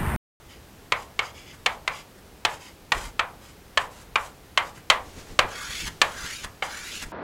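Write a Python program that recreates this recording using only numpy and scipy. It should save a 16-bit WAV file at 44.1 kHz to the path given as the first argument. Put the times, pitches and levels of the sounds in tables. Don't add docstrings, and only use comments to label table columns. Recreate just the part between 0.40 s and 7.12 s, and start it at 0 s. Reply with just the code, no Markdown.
import sys
import numpy as np
from scipy import signal
from scipy.fft import rfft, irfft, next_fast_len
from scipy.io import wavfile
from scipy.ndimage import uniform_filter1d, minimum_filter1d, map_coordinates

SR = 44100
rng = np.random.default_rng(int(sys.argv[2]) if len(sys.argv) > 2 else 0)


def put_to_file(sound):
    columns = np.atleast_2d(sound).T
    safe = np.clip(columns, -1, 1)
    whole_steps = np.round(safe * 32767)
    wavfile.write(sys.argv[1], SR, whole_steps.astype(np.int16))


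N = 296345

# (frequency [Hz], T60 [s])
PANEL_T60 = [(200, 0.65), (530, 0.49), (1000, 0.31), (2000, 0.22), (3700, 0.21), (9000, 0.27)]
ATTACK_S = 0.025


def taps():
    # (time [s], level [dB], treble [dB], thud [dB], low mode [Hz], mid mode [Hz], upper-mode tilt [dB])
    landings = [(0.5212, -14.5, -1.5, 0, 1070, 2190, -3), (0.7912, -17, -1, -2.5, 1257, 2200, 4.5),
                (1.261, -14, 3.5, -2.5, 790, 2250, 4), (1.4767, -18, 1, -3, 1126, 2080, -7),
                (2.05, -14, 5, 0, 860, 1740, 0.5), (2.5199, -13.5, 2.5, 1, 1060, 1880, -2),
                (2.7937, -14.5, -5.5, -2.5, 1280, 1450, -3.5), (3.3739, -12.5, -0.5, -.5, 1057, 1720, 1),
                (3.7568, -13.5, -5.5, -3, 1130, 1370, -7), (4.1749, -12, 0, -4.5, 1140, 2120, 3.5),
                (4.5004, -6.5, 7, 0, 1130, 1960, 3), (4.9904, -9, 5, 8, 1180, 1630, -2.5),
                (5.6157, -10, 9.5, 3.5, 1150, 1745, -3.5), (6.045, -35.5, -8, -7, 1130, 1660, -1),
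                (6.2238, -20.5, -9, -1.5, 792, 2150, 1)]
    # (frequency [Hz], density [dB])
    click_spectrum = [(100, -14.5), (260, -18), (400, -5), (800, -3), (1100, -0.5), (1450, -3), (1900, -2),
                      (3050, 0.5), (3700, -6), (4350, -6.5), (5200, -15), (7500, -17), (9500, -27.5),
                      (15500, -39.5)]
    ring_spectrum = [(100, -14.5), (300, -24), (500, -8), (650, -6.5), (1020, -0.5), (1450, -4.5),
                     (2000, -4), (3000, -10.5), (3600, -13.5), (4350, -21.5), (5200, -29.5), (7500, -32),
                     (15000, -45.5)]
    usual_tap_db, ring_offset_db, ring_db_per_db = -16, -6, 0.86
    spread_s = 0.0026
    scale = np.sqrt(SR / 100)
    out = np.zeros(N)
    for time_s, level_db, *spot in landings:
        impact = contact(hold_s=0.0026, t60_s=0.028, push=0.37)
        click = causal_filter(impact, lambda hz: log_interp(click_spectrum, hz) + spot_db(hz, *spot))
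        modes = decaying_modes(PANEL_T60)
        ring = causal_filter(modes, lambda hz: log_interp(ring_spectrum, hz) + 0.67 * spot_db(hz, *spot))
        ring *= 1 - np.exp(-np.arange(len(ring)) / SR / spread_s)
        ring_db = usual_tap_db + ring_offset_db + ring_db_per_db * (level_db - usual_tap_db)
        add(out, time_s, scale * amp(level_db - 1.82) * click / np.linalg.norm(click))
        add(out, time_s, scale * amp(ring_db) * ring / np.linalg.norm(ring))
    return out


def contact(hold_s, t60_s, push):
    t = np.arange(4096) / SR
    onset = np.clip((t - .0004) / .0008, 0, 1)
    waves = rng.standard_normal(len(t)) * onset * amp(-60 * np.maximum(t - hold_s, 0) / t60_s)
    waves = whiten(np.pad(waves, (512, 0)), width_hz=860)[512:]
    waves /= np.linalg.norm(waves)
    waves[0] -= push
    return waves


def spot_db(hz, treble_db, thud_db, low_hz, mid_hz, tilt_db):
    # (frequency [Hz], half-width [oct], peak [dB])
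    upper_modes = [(2374, 0.059, 3.5), (3130, 0.054, 2)]
    modes = [(low_hz, .13, 7.3), (mid_hz, .065, 8.7)]
    for (mode_hz, width_oct, db), shift_db in zip(upper_modes, (-tilt_db, tilt_db)):
        modes.append((mode_hz, width_oct, db + shift_db))
    modes_db = np.max([db * peak(hz, mode_hz, width_oct) for mode_hz, width_oct, db in modes], axis=0)
    return modes_db + treble_db * (1 - low_shelf(hz, 2980)) + thud_db * low_shelf(hz, 650)


def decaying_modes(t60_table):
    noise = whiten(rng.standard_normal(SR // 2), width_hz=100)
    hz, t, spectra = signal.stft(noise, SR, nperseg=256)
    decay = amp(-60 * t / log_interp(t60_table, hz)[:, None])
    tail = signal.istft(spectra * decay, SR, nperseg=256)[1]
    return tail / np.linalg.norm(tail)


def strokes():
    # (start [s], length [s], level [dB], stick's share of power [0-1])
    slides = [(0.092, 0.071, -48, 0.77), (0.558, 0.085, -45, .35), (0.818, 0.078, -41.5, 0.8),
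              (0.947, .092, -45, .85), (1.068, 0.074, -45.5, 0.97), (1.298, 0.05, -47, .4),
              (1.514, 0.097, -41, 0.6), (2.086, 0.079, -42, .3), (2.205, 0.1, -43.5, 0.65),
              (2.537, .15, -39, .15), (3.014, 0.11, -50.5, 0.3), (3.396, 0.057, -42.5, 0.1),
              (3.509, 0.132, -49.5, 0.02), (3.777, 0.12, -44, 0), (4.224, 0.081, -45.5, 0.25),
              (4.353, .039, -46.5, 0.5), (5.634, 0.051, -39.5, .4), (6.233, 0.029, -32.5, 0.46)]
    # (frequency [Hz], density [dB])
    scratch_spectrum = [(300, -35), (900, 2), (1700, -2), (2700, -4), (4000, -8), (5600, -8), (7500, -4.5),
                        (9000, -12), (11000, -12), (15500, -24)]
    pressure = sum(amp(db) * touch(s, s + span_s, release_s=0.061) for s, span_s, db, _ in slides)
    start_s, length_s, _, shares = np.transpose(slides)
    edges_s = np.column_stack([start_s, start_s + length_s]).ravel()
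    held = lambda values: np.interp(clock(), edges_s, np.repeat(values, 2))
    share = np.clip(held(shares), 0, 1)
    dust = coloured(crumble(grains_per_s=2500, rub=0.96), scratch_spectrum)
    pitch_ratio = 0.93 * (1 + .015 * rng.standard_normal(len(slides)))
    scrape = np.sqrt(1 - share) * dust + np.sqrt(share) * stick(held(pitch_ratio), wander=0.0049)
    return pressure * amp(1.4 * wobble(70)) * frame_echoes(scrape, pitch_ratio=0.97, sway=0.055, gain=0.2)


def circles():
    # (frequency [Hz], density [dB])
    hiss_spectrum = [(300, -14), (800, -17), (1400, -7), (2800, 1.5), (3700, 0.5), (4500, -1.5), (5800, -2),
                     (7000, 0), (8000, -7.5), (8800, -10.5), (11000, -8), (12500, -17), (15500, -17.5)]
    rasp_low_hz, rasp_top_hz, squeal_hz = 1460, 2555, 4500
    pressure, turn, flick = circling_hand()
    climb = (rasp_top_hz / rasp_low_hz) ** turn
    rise = uniform_filter1d(climb, size=4096) ** .25
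    dust = coloured(crumble(grains_per_s=2000, rub=1.0), hiss_spectrum)
    stick_ring = amp(-9.5) * stick(.9 * rise, wander=.025)
    hiss = frame_echoes(dust + stick_ring, pitch_ratio=rise, sway=.1, gain=.45)
    rasp = friction_resonance(rasp_low_hz * climb * (1 + 0.043 * wobble(30)), width_hz=350)
    squeal = friction_resonance(squeal_hz * (1 + 0.011 * wobble(14)), width_hz=180)
    hiss *= pressure * amp(1.5 + 3.5 * turn) + flick
    rasp *= pressure * amp(-.5 - 3 * turn)
    squeal *= pressure * amp(-9) * np.sin(np.pi * turn)
    flutter_db = 1.4 * wobble(90) + 1.3 * wobble(12)
    return amp(flutter_db) * (hiss + rasp + squeal)


def circling_hand():
    # (start [s], end [s], level [dB], pitch climb [s], easing near the end [dB])
    arcs = [(5.062, 5.489, -38, 0.13, 1), (5.678, 6.06, -38.5, .11, 6), (6.249, 6.644, -40, 0.15, 3)]
    bite_db, bite_s, drop_s = 12, 0.048, .04
    top_lead_s, ease_lead_s, flick_lead_s = .063, 0.04, 0.018
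    t = clock()
    pressure, turn, flick = np.zeros((3, N))
    for start_s, end_s, level_db, climb_s, ease_db in arcs:
        soft_start_db = bite_db * np.exp(-np.maximum(t - start_s, 0) / bite_s)
        soft_end_db = ease_db * bell(t - end_s + ease_lead_s, width_s=0.046)
        pressure += touch(start_s, end_s, release_s=0.014) * amp(level_db - soft_start_db - soft_end_db)
        past_top_s = t - end_s + top_lead_s
        turn += bell(past_top_s, np.where(past_top_s < 0, climb_s, drop_s))
        flick += amp(-43) * bell(t - end_s + flick_lead_s, width_s=0.0087)
    return pressure, turn, flick


def skips():
    # (centre [s], level [dB], half-width [s])
    flurries = [(1.144, -45.5, 0.013), (1.786, -50, 0.011), (4.379, -42, 0.0078), (5.476, -34, 0.015),
                (6.047, -32, .008), (6.631, -35, 0.013), (6.669, -47, .008)]
    # (frequency [Hz], density [dB])
    skip_spectrum = [(150, 8.5), (500, -9.5), (1000, 3.5), (1300, -2), (1600, 6.5), (2000, 1), (2600, -6),
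                     (4500, -19), (8000, -6), (12000, -15), (15500, -30)]
    return swells(flurries) * coloured(crumble(grains_per_s=980, rub=0.69), skip_spectrum)


def crumble(grains_per_s, rub):
    grains = (rng.random(N) < grains_per_s / SR) * rng.standard_normal(N)
    return unit_rms(unit_rms(grains) + rub * rng.standard_normal(N))


def stick(pitch_ratio, wander):
    # (frequency at ratio 1 [Hz], width [Hz], level [dB])
    modes = [(2380, 210, -2), (3194, 470, -1.5), (3600, 160, -9), (5370, 380, -4.5), (7070, 690, -7)]
    ring = np.zeros(N)
    for hz, width_hz, db in modes:
        ring += amp(db) * friction_resonance(hz * pitch_ratio * (1 + wander * wobble(12)), width_hz)
    return unit_rms(ring)


def friction_resonance(pitch_hz, width_hz):
    pole = np.exp(-2 * np.pi * width_hz / SR)
    in_phase, quadrature = signal.lfilter([1], np.poly([pole, pole]), rng.standard_normal((2, N)))
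    phase = 2 * np.pi * np.cumsum(pitch_hz) / SR
    return unit_rms(in_phase * np.cos(phase) + quadrature * np.sin(phase))


def frame_echoes(x, pitch_ratio, sway, gain, count=7):
    out = x.copy()
    for base_s, sign in zip(rng.uniform(0.000743, .0035, count), rng.choice([-1, 1], count)):
        delay_s = base_s / pitch_ratio * np.exp(sway * wobble(5))
        out += sign * gain * np.interp(np.arange(N) - SR * delay_s, np.arange(N), x)
    return unit_rms(out)


def scrape_ring(friction):
    response = [(1200, -7.5), (3000, -11), (6000, -13)]  # (frequency [Hz], gain [dB])
    ring = signal.fftconvolve(friction, decaying_modes(PANEL_T60))[:N]
    return filtered(ring, lambda hz: amp(log_interp(response, hz)))


def sleeve():
    # (centre [s], level [dB], half-width [s])
    arm_moves = [(4.8, -45, 0.19), (5.55, -52, 0.39), (6.65, -51.5, 0.51)]
    # (frequency [Hz], density [dB])
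    cloth_spectrum = [(30, 7), (150, 0.5), (400, -1.5), (1000, -9.5), (2500, -12.5), (7000, -14.5),
                      (15000, -33)]
    flutter = amp(1.8 * wobble(25))
    return swells(arm_moves) * flutter * coloured(rng.standard_normal(N), cloth_spectrum)


def thumps():
    # (centre [s], level [dB], half-width [s])
    pulses = [(2.572, -30.5, 0.021), (2.66, -38, 0.042), (4.92, -39, 0.023), (5.052, -30.5, 0.013),
              (5.3, -39, 0.011), (5.45, -36.5, 0.04), (5.845, -37, 0.019), (6.055, -41, 0.022),
              (6.665, -38.5, 0.02)]
    # (frequency [Hz], density [dB])
    rumble_spectrum = [(12, -22.5), (30, -0.5), (55, -1.5), (90, -16.5), (150, -21), (400, -16),
                       (1500, -80)]
    rumble = coloured(rng.standard_normal(N), rumble_spectrum)
    steady = np.cos(np.angle(signal.hilbert(rumble)))
    return swells(pulses) * coloured(steady, [(80, -6.5), (160, -6.5), (500, -21)])


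def background():
    # (frequency [Hz], density [dB])
    room_spectrum = [(12, -39), (20, -3.5), (53, -1.5), (90, -2), (130, -6), (197, -7), (386, -10.5),
                     (443, -9.5), (637, -15), (733, -14), (1020, -17.5), (1690, -20), (5320, -26.5),
                     (12600, -31.5), (15800, -32.5)]
    whine_hz = 12448
    room = amp(-49.0 + 0.2 * wobble(2.73)) * coloured(rng.standard_normal(N), room_spectrum)
    whine = amp(-74 + wobble(6)) * unit_rms(np.sin(2 * np.pi * whine_hz * clock()))
    return room + whine


def amp(db):
    return 10 ** (np.asarray(db) / 20)


def unit_rms(x):
    return x / np.sqrt(np.mean(x ** 2) + 1e-20)


def clock():
    return np.arange(N) / SR


def add(track, time_s, sound):
    part = track[round(time_s * SR):][:len(sound)]
    part += sound[:len(part)]


def wobble(rate_hz):
    knots = rng.standard_normal(int(N * rate_hz / SR) + 4)
    return map_coordinates(knots, [np.arange(N) * rate_hz / SR])


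def touch(start_s, end_s, release_s):
    t = clock()
    return np.clip(.5 + np.minimum((t - start_s) / ATTACK_S, (end_s - t) / release_s), 0, 1)


def bell(t, width_s):
    return np.exp(-np.minimum((t / width_s) ** 2, 50))


def swells(rows):
    return sum(amp(db) * bell(clock() - centre_s, width_s) for centre_s, db, width_s in rows)


def low_shelf(hz, edge_hz):
    return 1 / (1 + (hz / edge_hz) ** 4)


def peak(hz, centre_hz, width_oct):
    return 1 / (1 + (np.log2((hz + 1) / centre_hz) / width_oct) ** 2)


def log_interp(points, hz):
    knots_hz, values = np.transpose(points)
    return np.interp(np.log(hz + 1), np.log(knots_hz + 1), values)


def filtered(x, response):
    size = next_fast_len(len(x) + 8192)
    return irfft(rfft(x, size) * response(np.fft.rfftfreq(size, 1 / SR)), size)[:len(x)]


def coloured(x, spectrum):
    return unit_rms(filtered(x, lambda hz: amp(log_interp(spectrum, hz))))


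def causal_filter(x, gain_db, size=4096):
    cepstrum = irfft(np.log(amp(gain_db(np.fft.rfftfreq(size, 1 / SR)))))
    cepstrum[1:size // 2] *= 2
    cepstrum[size // 2 + 1:] = 0
    return signal.fftconvolve(x, irfft(np.exp(rfft(cepstrum))))[:len(x)]


def whiten(x, width_hz):
    spectrum = rfft(x)
    power = uniform_filter1d(np.abs(spectrum) ** 2, max(3, int(width_hz * len(x) / SR)))
    return irfft(spectrum / np.sqrt(np.abs(power) + 1e-12), len(x))


def scene():
    friction = strokes() + circles() + skips()
    ring = scrape_ring(friction)
    return (taps() + amp(-2.27) * friction + ring + sleeve() + thumps() + background())[None]


def record(dry):
    cutoff_hz = 15950
    needed_gain = 1 / np.maximum(np.abs(dry[0]), 1)
    gain = uniform_filter1d(minimum_filter1d(needed_gain, size=41), size=41)
    return filtered(dry[0] * gain, lambda hz: 1 / (1 + (hz / cutoff_hz) ** 160))[None]


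dry = scene()
out = record(dry)
put_to_file(out)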